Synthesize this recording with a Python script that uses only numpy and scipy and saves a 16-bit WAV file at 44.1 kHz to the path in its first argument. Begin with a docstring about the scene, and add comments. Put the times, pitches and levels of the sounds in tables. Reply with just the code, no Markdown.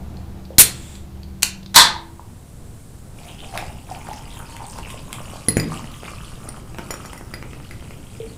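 """A small room: a can of fizzy drink is opened close to a microphone and poured over ice in a glass mug.
Gas, tab and lid are shaped noise and bursts: gas spits out, the tab snaps, the lid tears.
The pour sums damped bubble tones, a resonance in the shrinking air space and fizzing foam.
The ice cracks and bumps as coloured bursts; decaying modes make its knock and its clinks on the glass."""
import sys
import numpy as np
from scipy import signal
from scipy.fft import rfft, irfft, next_fast_len
from scipy.io import wavfile
from scipy.ndimage import map_coordinates

SR = 44100
rng = np.random.default_rng(int(sys.argv[2]) if len(sys.argv) > 2 else 0)


def transcribe(u):
    """Save the signal u as a 16-bit wav file named by the first command-line argument.

    u: samples, shape (n,) or (channels, n), limited to [-1, 1]; the rate is SR.
    q: integer samples, one column per channel.
    """
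    v = np.clip(np.atleast_2d(u).T, -1, 1)
    q = np.round(v * 32767).astype(np.int16)
    wavfile.write(sys.argv[1], SR, q)


N = 369425
TIME_S = np.arange(N) / SR
HIT_S = np.arange(SR // 2) / SR  # time axis of one short sound


def amp(db):
    """Decibels to gain."""
    return 10 ** (np.asarray(db) / 20)


def unit(x):
    """Scale to rms 1."""
    return x / np.sqrt(np.mean(x ** 2) + 1e-20)


def along(points, hz):
    """(Hz, value) points read on a log frequency axis."""
    point_hz, value = np.transpose(points)
    return np.interp(np.log(hz + 1), np.log(point_hz), value)


def curves(rows):
    """One value per sample for each column after the time."""
    s, *columns = np.transpose(rows)
    return [np.interp(TIME_S, s, column) for column in columns]


def wobble(knots_per_s):
    """Smooth random curve through normally distributed knots."""
    knots = rng.standard_normal(int(N * knots_per_s / SR) + 4)
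    return map_coordinates(knots, [TIME_S * knots_per_s])


def colour(x, spectrum, size=4096):
    """Causal minimum-phase filter with the given (Hz, dB) shape, by folding the cepstrum."""
    log_gain = np.log(amp(along(spectrum, np.fft.rfftfreq(size, 1 / SR))))
    cepstrum = irfft(log_gain)
    cepstrum[1:size // 2] *= 2
    cepstrum[size // 2 + 1:] = 0
    impulse = irfft(np.exp(rfft(cepstrum)))
    return signal.fftconvolve(x, impulse)[:len(x)]


def noise(spectrum):
    """Coloured noise of rms 1."""
    return unit(colour(rng.standard_normal(N), spectrum))


def fade(t, t60):
    """Free decay, 60 dB in t60."""
    return np.exp(-np.log(1000) * t / t60)


def add(track, s, db, sound):
    """Place a sound at time s with its peak at db."""
    part = track[round(s * SR):][:len(sound)]
    part += amp(db) * sound[:len(part)] / np.abs(sound).max()


# Room decay. Each row: frequency in Hz, t60 in s.
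ROOM_DECAY = [(150, 0.75), (1000, 0.41), (4000, 0.32), (8000, 0.23), (15000, 0.15)]


def room(x, wet_db):
    """The sound plus a diffuse tail whose treble dies first."""
    hz, t, z = signal.stft(rng.standard_normal(len(HIT_S)), SR, nperseg=256)
    decay = fade(t, along(ROOM_DECAY, hz)[:, None])
    tail = signal.istft(z * decay, SR, nperseg=256)[1]
    tail = np.pad(tail, (SR // 150, 0)) / np.linalg.norm(tail)  # starts 1/150 s late
    return x + amp(wet_db) * signal.fftconvolve(x, tail)[:N]


def clicks(rows, spectrum, t60):
    """Short bursts coloured by the body that snaps."""
    out = np.zeros(N)
    for s, db in rows:
        burst = rng.standard_normal(len(HIT_S)) * fade(HIT_S, t60)
        add(out, s, db, colour(burst, spectrum))
    return out


def ring(modes, scatter_db):
    """One blow on a set of modes, each at a new strength."""
    out = np.zeros(len(HIT_S))
    for hz, db, t60 in modes:
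        strength = amp(db + scatter_db * rng.standard_normal())
        out += strength * fade(HIT_S, t60) * np.sin(2 * np.pi * hz * HIT_S)
    return out


def chirps(start, hz, strength, cycles, rise, size):
    """Damped bubble tones from the given samples, t60 in cycles, each rising as it nears the surface."""
    turns = np.minimum(hz, SR / 2)[:, None] * np.arange(size) / SR
    age = np.minimum(turns / cycles, 1)
    tones = strength[:, None] * fade(turns, cycles) * np.sin(2 * np.pi * turns * (1 + rise * age))
    where = start[:, None] + np.arange(size)
    return np.bincount(where.ravel(), tones.ravel(), N)[:N]


def bubbles(per_s, hz, spread_oct, cycles, size_db, rise, drift_oct, size):
    """A steady cloud of bubbles with random times, pitches and strengths; rms 1."""
    start, pitch, strength = rng.random((int(per_s * N / SR), 3)).T
    start = (start * N).astype(int)
    swarm_oct = drift_oct * wobble(20)[start]  # bubbles born together are alike in size
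    strength = amp(size_db * np.minimum(-np.log(1 - strength), 4))
    bubble_hz = hz * 2 ** (swarm_oct + spread_oct * (2 * pitch - 1))
    return unit(chirps(start, bubble_hz, strength, cycles, rise, size))


# Room noise level before its wobble. Each row: time in s, rms in dB.
RUMBLE_LEVEL = [(0, -34), (.5, -39), (2.5, -41), (3.3, -37), (8.3, -36.5)]
# Room noise spectrum. Each row: frequency in Hz, relative level in dB.
RUMBLE_SPECTRUM = [(20, -3), (45, -5.5), (120, -4.5), (260, -15), (430, -22), (1000, -29.5), (1800, -38.5),
                   (8000, -69.5)]
# Low drone before its wobble. Each row: frequency in Hz, amplitude in dB.
DRONE_TONES = [(72, -39), (192, -45), (335, -50.5)]


def background():
    """Low room rumble and a faint hiss, with a wavering drone that dies away."""
    rumble_db = curves(RUMBLE_LEVEL)[0] + 1.1 * wobble(18.0)
    rumble = amp(rumble_db) * noise(RUMBLE_SPECTRUM)
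    hiss = amp(-55.5) * noise([(4000, 0.0), (14000, -4.5)])
    drone = np.zeros(N)
    for hz, db in DRONE_TONES:
        level = amp(db + 3.5 * wobble(3.5))
        drone += level * np.sin(2 * np.pi * hz * TIME_S + wobble(7.0))
    return rumble + hiss + drone * np.interp(TIME_S, [2.1, 2.5], [1, 0])


# Ice pile dropping on the bottom. Each row: start in s, peak in dB.
KNOCK_HITS = [(5.484, -8.5), (5.569, -3.5), (5.589, -27)]
# Modes of the mug on the table top. Each row: frequency in Hz, relative level in dB, t60 in s.
TABLE_MODES = [(126, -8.5, 0.28), (163.2, -3.5, 0.31), (232, -1, 0.16), (292, 8, 0.028), (437, -2, 0.045)]


def knocks():
    """Ice falls on the bottom and rings the low modes of mug and table."""
    out = np.zeros(N)
    for s, db in KNOCK_HITS:
        add(out, s, db, ring(TABLE_MODES, scatter_db=0.5))
    return room(out, wet_db=-5.5)


# Ice splitting in the drink. 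Each row: start in s, peak in dB.
CRACK_HITS = [(3.576, -12), (4.133, -25), (4.566, -22.5), (4.785, -23.5), (4.903, -23), (5.129, -10.5)]
# Crack spectrum. Each row: frequency in Hz, relative level in dB.
CRACK_SPECTRUM = [(200, 6), (730, -7), (2560, 6), (4500, -10), (10000, -6), (15500, -17.5)]
# Submerged ice bumping the wall. Each row: start in s, peak in dB.
BUMP_HITS = [(5.569, -4.5), (5.843, -23.5), (6.033, -21.5), (6.487, -22.5), (6.746, -24.5), (6.785, -18),
             (6.793, -15.5), (6.906, -13), (6.94, -18), (7.051, -23), (7.132, -18.5), (7.211, -21.5),
             (7.338, -19), (7.426, -16.5), (7.533, -22.5), (7.601, -28), (7.71, -24), (7.825, -27),
             (7.908, -26.5)]
# Bump spectrum. Each row: frequency in Hz, relative level in dB.
BUMP_SPECTRUM = [(100, 3.5), (280, 6), (750, 0.5), (1300, -1), (2400, -4.5), (3500, -18), (14000, -28.5)]


def ice():
    """Cubes split, then bump about afloat: short coloured bursts."""
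    cracks = clicks(CRACK_HITS, CRACK_SPECTRUM, t60=0.011)
    bumps = clicks(BUMP_HITS, BUMP_SPECTRUM, t60=0.0087)
    return room(cracks + bumps, wet_db=-4.5)


# Ice striking bare glass. Each row: start in s, peak in dB, main mode in Hz, second mode in Hz.
CLINK_HITS = [(5.485, 1, 10340, 4210), (5.57, -8, 7020, 9080), (5.599, -10.5, 4870, 2030),
              (6.489, -18, 9080, 5600), (6.908, -12.5, 7020, 5600), (6.94, -22, 5600, 9080),
              (7.058, -23, 5600, 7020), (7.133, -30, 9080, 7020), (7.177, -29.5, 5600, 2030),
              (7.34, -17.5, 4870, 2030), (7.71, -27.5, 2030, 4870)]
# Modes of the mug, before strike and damping. Each row: frequency in Hz, relative level in dB, t60 in s.
GLASS_MODES = [(2015, 4.5, 0.052), (4217, -4.5, 0.17), (4870, 2, 0.054), (5590, -6.5, 0.11),
               (7036, -6, 0.16), (9080, 4.5, 0.03), (9600, -0.5, 0.15), (10270, 5, 0.1), (12220, -7, 0.1),
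               (14200, -3.5, 0.14)]
SECOND_DB, OTHERS_DB = -5.5, -15.5  # drive of the second mode and the rest, against the main one


def clinks():
    """The spot where the ice strikes picks out two modes of the glass; the others ring faintly."""
    out = np.zeros(N)
    hz, level_db, t60 = np.transpose(GLASS_MODES)
    for s, db, main_hz, second_hz in CLINK_HITS:
        drive_db = np.full(len(hz), OTHERS_DB)
        drive_db[np.argmin(np.abs(hz - second_hz))] = SECOND_DB
        drive_db[np.argmin(np.abs(hz - main_hz))] = 0
        contact = .5 * rng.standard_normal(len(HIT_S)) * fade(HIT_S, 0.005)
        glass = ring(zip(hz, level_db + drive_db, t60), scatter_db=2)
        add(out, s, db, glass * (fade(HIT_S, 0.043) + .5) + contact)
    return room(out, wet_db=-9.0)


# Single large bubbles. Each row: start in s, peak in dB, initial frequency in Hz, t60 in s.
PLOP_HITS = [(.505, -26.5, 516, 0.019), (1.962, -24.5, 900, 0.029), (2.195, -28, 954, 0.011),
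             (3.913, -22, 750, 0.036), (4.113, -22.5, 853, 0.03), (8.201, -23, 454, 0.11)]


def plops():
    """Large single bubbles in the can and the mug: softly started tones that rise slightly."""
    out = np.zeros(N)
    for s, db, hz, t60 in PLOP_HITS:
        tone = np.sin(2 * np.pi * hz * HIT_S * (1 + 0.021 * np.minimum(HIT_S / t60, 1)))
        add(out, s, db, tone * fade(HIT_S, t60) * (1 - fade(HIT_S, .008)))
    return room(out, wet_db=-7.5)


# Tab and lid snapping. Each row: start in s, peak in dB.
SNAP_HITS = [(.583, 11.5), (1.423, -12.5), (1.4305, 4), (1.754, -7.5), (1.76, 19.5)]
# Snap spectrum. Each row: frequency in Hz, relative level in dB.
TAB_SPECTRUM = [(150, -18.5), (800, -18), (2200, -11), (3500, -9), (4300, 2.5), (5100, -9.5), (6900, -3.5),
                (15500, -16)]
# Fingernail picking at the tab. Each row: start in s, peak in dB.
TICK_HITS = [(.17, -35), (.452, -37), (.953, -32), (1.232, -31.5), (1.63, -35), (1.661, -27.5)]
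# Nail spectrum. Each row: frequency in Hz, relative level in dB.
NAIL_SPECTRUM = [(1500, -15), (3000, -10.5), (4300, 0), (6500, -18.5), (12000, -32)]
# Gas through the first slit. Each row: time in s, rms in dB.
JET_LEVEL = [(.579, -100), (.585, -8), (.595, 5.5), (.62, -4.5), (.628, -20.5), (.68, -39), (.8, -100)]
# Jet spectrum. Each row: frequency in Hz, relative level in dB.
JET_SPECTRUM = [(200, -10.5), (1200, -18.5), (2200, -9), (3000, -9.5), (6300, -8), (9000, 1.5),
                (14200, -3.5), (15500, -15.5)]
# Last gas seeping out. Each row: time in s, rms in dB.
LEAK_LEVEL = [(.58, -100), (.66, -41), (.97, -47), (1.25, -100)]
# Leak spectrum. Each row: frequency in Hz, relative level in dB.
LEAK_SPECTRUM = [(3100, -1.5), (3500, 4.5), (3950, -4.5), (6200, -7), (7400, 5.5), (9500, -4.5),
                 (12500, -13.5)]
# Lid creaking, then tearing along its score. Each row: time in s, rms in dB.
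TEAR_LEVEL = [(1.74, -68.5), (1.744, -19), (1.758, -20.5), (1.761, -1.5), (1.782, -0.5), (1.795, -8.5),
              (1.82, -12.5), (1.84, -27.5), (1.93, -100)]
# Lid spectrum. Each row: frequency in Hz, relative level in dB.
LID_SPECTRUM = [(300, -32), (650, -12.5), (950, 1), (1350, -5), (1800, -3), (2900, -13.5), (3700, 3),
                (5600, -9.5), (8800, -9.5), (15500, -28.5)]
# Foam inside the open can, heard while it is upright. Each row: time in s, rms in dB.
FOAM_LEVEL = [(1.7, -92.5), (1.95, -60.5), (2.85, -55.5), (3.8, -62.5), (7.8, -62), (8.2, -56.5)]


def can():
    """A nail picks, the tab snaps, gas bursts out and seeps on, the lid rips in tiny fractures."""
    snaps = clicks(SNAP_HITS, TAB_SPECTRUM, t60=0.02) + clicks(TICK_HITS, NAIL_SPECTRUM, t60=.02)
    puff = clicks([(.583, -4), (1.76, -23.5)], [(60, -7.5), (160, -3.5), (900, -35.5)], t60=0.025)
    jet = amp(curves(JET_LEVEL)[0]) * noise(JET_SPECTRUM)
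    leak = amp(curves(LEAK_LEVEL)[0]) * noise(LEAK_SPECTRUM)
    fractures = rng.standard_normal(N) * (rng.random(N) < .15)  # sparse impulses
    lid = amp(curves(TEAR_LEVEL)[0]) * unit(colour(fractures, LID_SPECTRUM))
    foam_noise = noise([(5000, -14.0), (8000, 3.5), (11200, -2.5), (12500, -17.5)])
    foam = amp(curves(FOAM_LEVEL)[0]) * foam_noise
    return room(snaps, wet_db=-8.0) + room(jet + leak + puff, wet_db=-12.0) + room(lid, wet_db=-5.5) + foam


# Stream strength as the can is tipped, before layer offsets. Each row: time in s, level in dB.
FLOW_LEVEL = [(3.1, -84.5), (3.18, -50.5), (4.2, -50.5), (4.9, -48), (6.05, -47), (6.62, -54.5),
              (6.95, -49.5), (7.5, -55.5), (8.1, -52.5), (8.35, -56.5)]
# The can gulps air and the stream swells. Each row: start in s, lift in dB (fizz and splash take less).
GLUG_LIFTS = [(3.509, 16), (3.86, 6.5), (4.07, 5), (4.32, 6.5), (4.82, 0.5), (5.68, 7), (6.38, 7.5)]
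GLUG_ATTACK_S, GLUG_RELEASE_S = 0.038, 0.17
POOL_S, SHALLOW_DB_PER_S = 3.77, 10  # before a pool forms: spatter on bare ice, more hum, less gurgle
HEAD_S, MUFFLE_DB_PER_S = 6.73, 6.5  # from here the head of foam muffles gurgle and hum


def stream():
    """Levels of gurgle, hollow hum, splash and fizz in dB: all follow the flow and swell at each glug."""
    flow_db, = curves(FLOW_LEVEL)
    glug_s = [0, GLUG_ATTACK_S, GLUG_ATTACK_S + GLUG_RELEASE_S]
    swell_db = sum(np.interp(TIME_S - s, glug_s, [0, db, 0]) for s, db in GLUG_LIFTS)
    shallow_db = SHALLOW_DB_PER_S * np.maximum(POOL_S - TIME_S, 0)
    muffle_db = MUFFLE_DB_PER_S * np.maximum(TIME_S - HEAD_S, 0)
    plunge_db = flow_db + swell_db - muffle_db
    fizz_db = flow_db + 0.44 * swell_db
    return plunge_db - shallow_db, plunge_db + shallow_db, fizz_db + shallow_db / 2, fizz_db


# Like-sized bubbles where the stream surges. 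Each row: start in s, peak in dB, centre frequency in Hz.
SWARM_RUNS = [(3.283, -32, 2930), (3.383, -28.5, 3150), (3.9, -30, 4970), (4.39, -33, 1370),
              (4.128, -29, 5760), (4.303, -33, 3380), (4.359, -27.5, 9600), (4.59, -26, 890),
              (4.66, -23, 7900), (4.699, -30, 5470), (4.83, -25.5, 2520), (6.04, -27.5, 2420)]
SWARM_S, SWARM_SPREAD_OCT = .065, 0.19  # span of bubble starts, pitch range either way


def swarms(count=22):
    """Quick runs of like-sized bubbles, the first ones tending to be strongest."""
    out = np.zeros(N)
    for s, db, hz in SWARM_RUNS:
        when, pitch, strength = rng.random((3, count))
        start = ((s + SWARM_S * when) * SR).astype(int)
        bubble_hz = hz * 2 ** (SWARM_SPREAD_OCT * (2 * pitch - 1))
        strength = strength ** 2 * (1 - when / 2)
        add(out, 0, db, chirps(start, bubble_hz, strength, cycles=27, rise=0.077, size=900))
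    return out


# Air resonance above the rising drink. Each row: time in s, frequency in Hz.
AIR_PITCH = [(3.55, 741), (4.2, 894), (5.4, 1133), (8, 1352)]


def air_space(x, width_hz):
    """The air column in the mug: one resonance that climbs as the mug fills; rms 1."""
    turn = np.exp(2j * np.pi * np.cumsum(curves(AIR_PITCH)[0]) / SR)
    pole = np.exp(-np.pi * width_hz / SR)
    # shift the resonance to 0 Hz, low-pass, shift back
    return unit((turn * signal.lfilter([1], [1, -pole], x / turn)).real)


# Splash spectrum. Each row: frequency in Hz, relative level in dB.
SPLASH_SPECTRUM = [(900, -13), (1800, -16), (2500, -1), (3100, -2.5), (4000, -8), (7000, -23.5)]
# Fizz spectrum. Each row: frequency in Hz, relative level in dB.
FIZZ_SPECTRUM = [(2000, -29.5), (4500, -3), (6300, -7), (8500, 0.5), (10700, -1), (12000, -8.5),
                 (15500, -6)]


def pour():
    """The stream drives in large bubbles, hums in the air space, spatters small bubbles and frees gas."""
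    gurgle_db, hollow_db, splash_db, fizz_db = stream()
    surge = wobble(22)  # the stream lands unevenly
    large = bubbles(per_s=140, hz=980, spread_oct=0.85, cycles=6.5, size_db=3.8,
                    rise=0.07, drift_oct=0, size=700)
    ringing = unit(air_space(large, width_hz=220) + large)
    gurgle = amp(gurgle_db + 0.5 + 3.9 * surge) * ringing
    column = air_space(rng.standard_normal(N), width_hz=120)
    hollow = amp(hollow_db - 6.5 + 3 * surge) * column
    small = bubbles(per_s=380, hz=2500, spread_oct=0.75, cycles=21, size_db=4.6,
                    rise=.08, drift_oct=0.14, size=700)
    splash = amp(splash_db - 2.5 + 2 * surge) * unit(colour(small, SPLASH_SPECTRUM))
    tiny = bubbles(per_s=2400, hz=8580, spread_oct=.9, cycles=51, size_db=3.5,
                   rise=.03, drift_oct=0.22, size=260)
    fizz = amp(fizz_db - 1.5 + 1.8 * surge) * unit(colour(tiny, FIZZ_SPECTRUM))
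    return room(gurgle + hollow + splash + fizz + swarms(), wet_db=-6.0)


def scene():
    """Can, drink and ice before one microphone."""
    return (background() + knocks() + ice() + clinks() + plops() + can() + pour())[None]


TOP_HZ = 15500


def record(dry):
    """The loudest peaks overload the input softly; a steep low-pass sets the band limit."""
    clipped = dry / (1 + np.abs(dry) ** 8) ** (1 / 8)
    m = next_fast_len(N + SR // 2)
    passband = 1 / (1 + (np.fft.rfftfreq(m, 1 / SR) / TOP_HZ) ** 150)
    return irfft(rfft(clipped, m) * passband, m)[..., :N]


dry = scene()
out = record(dry)
transcribe(out)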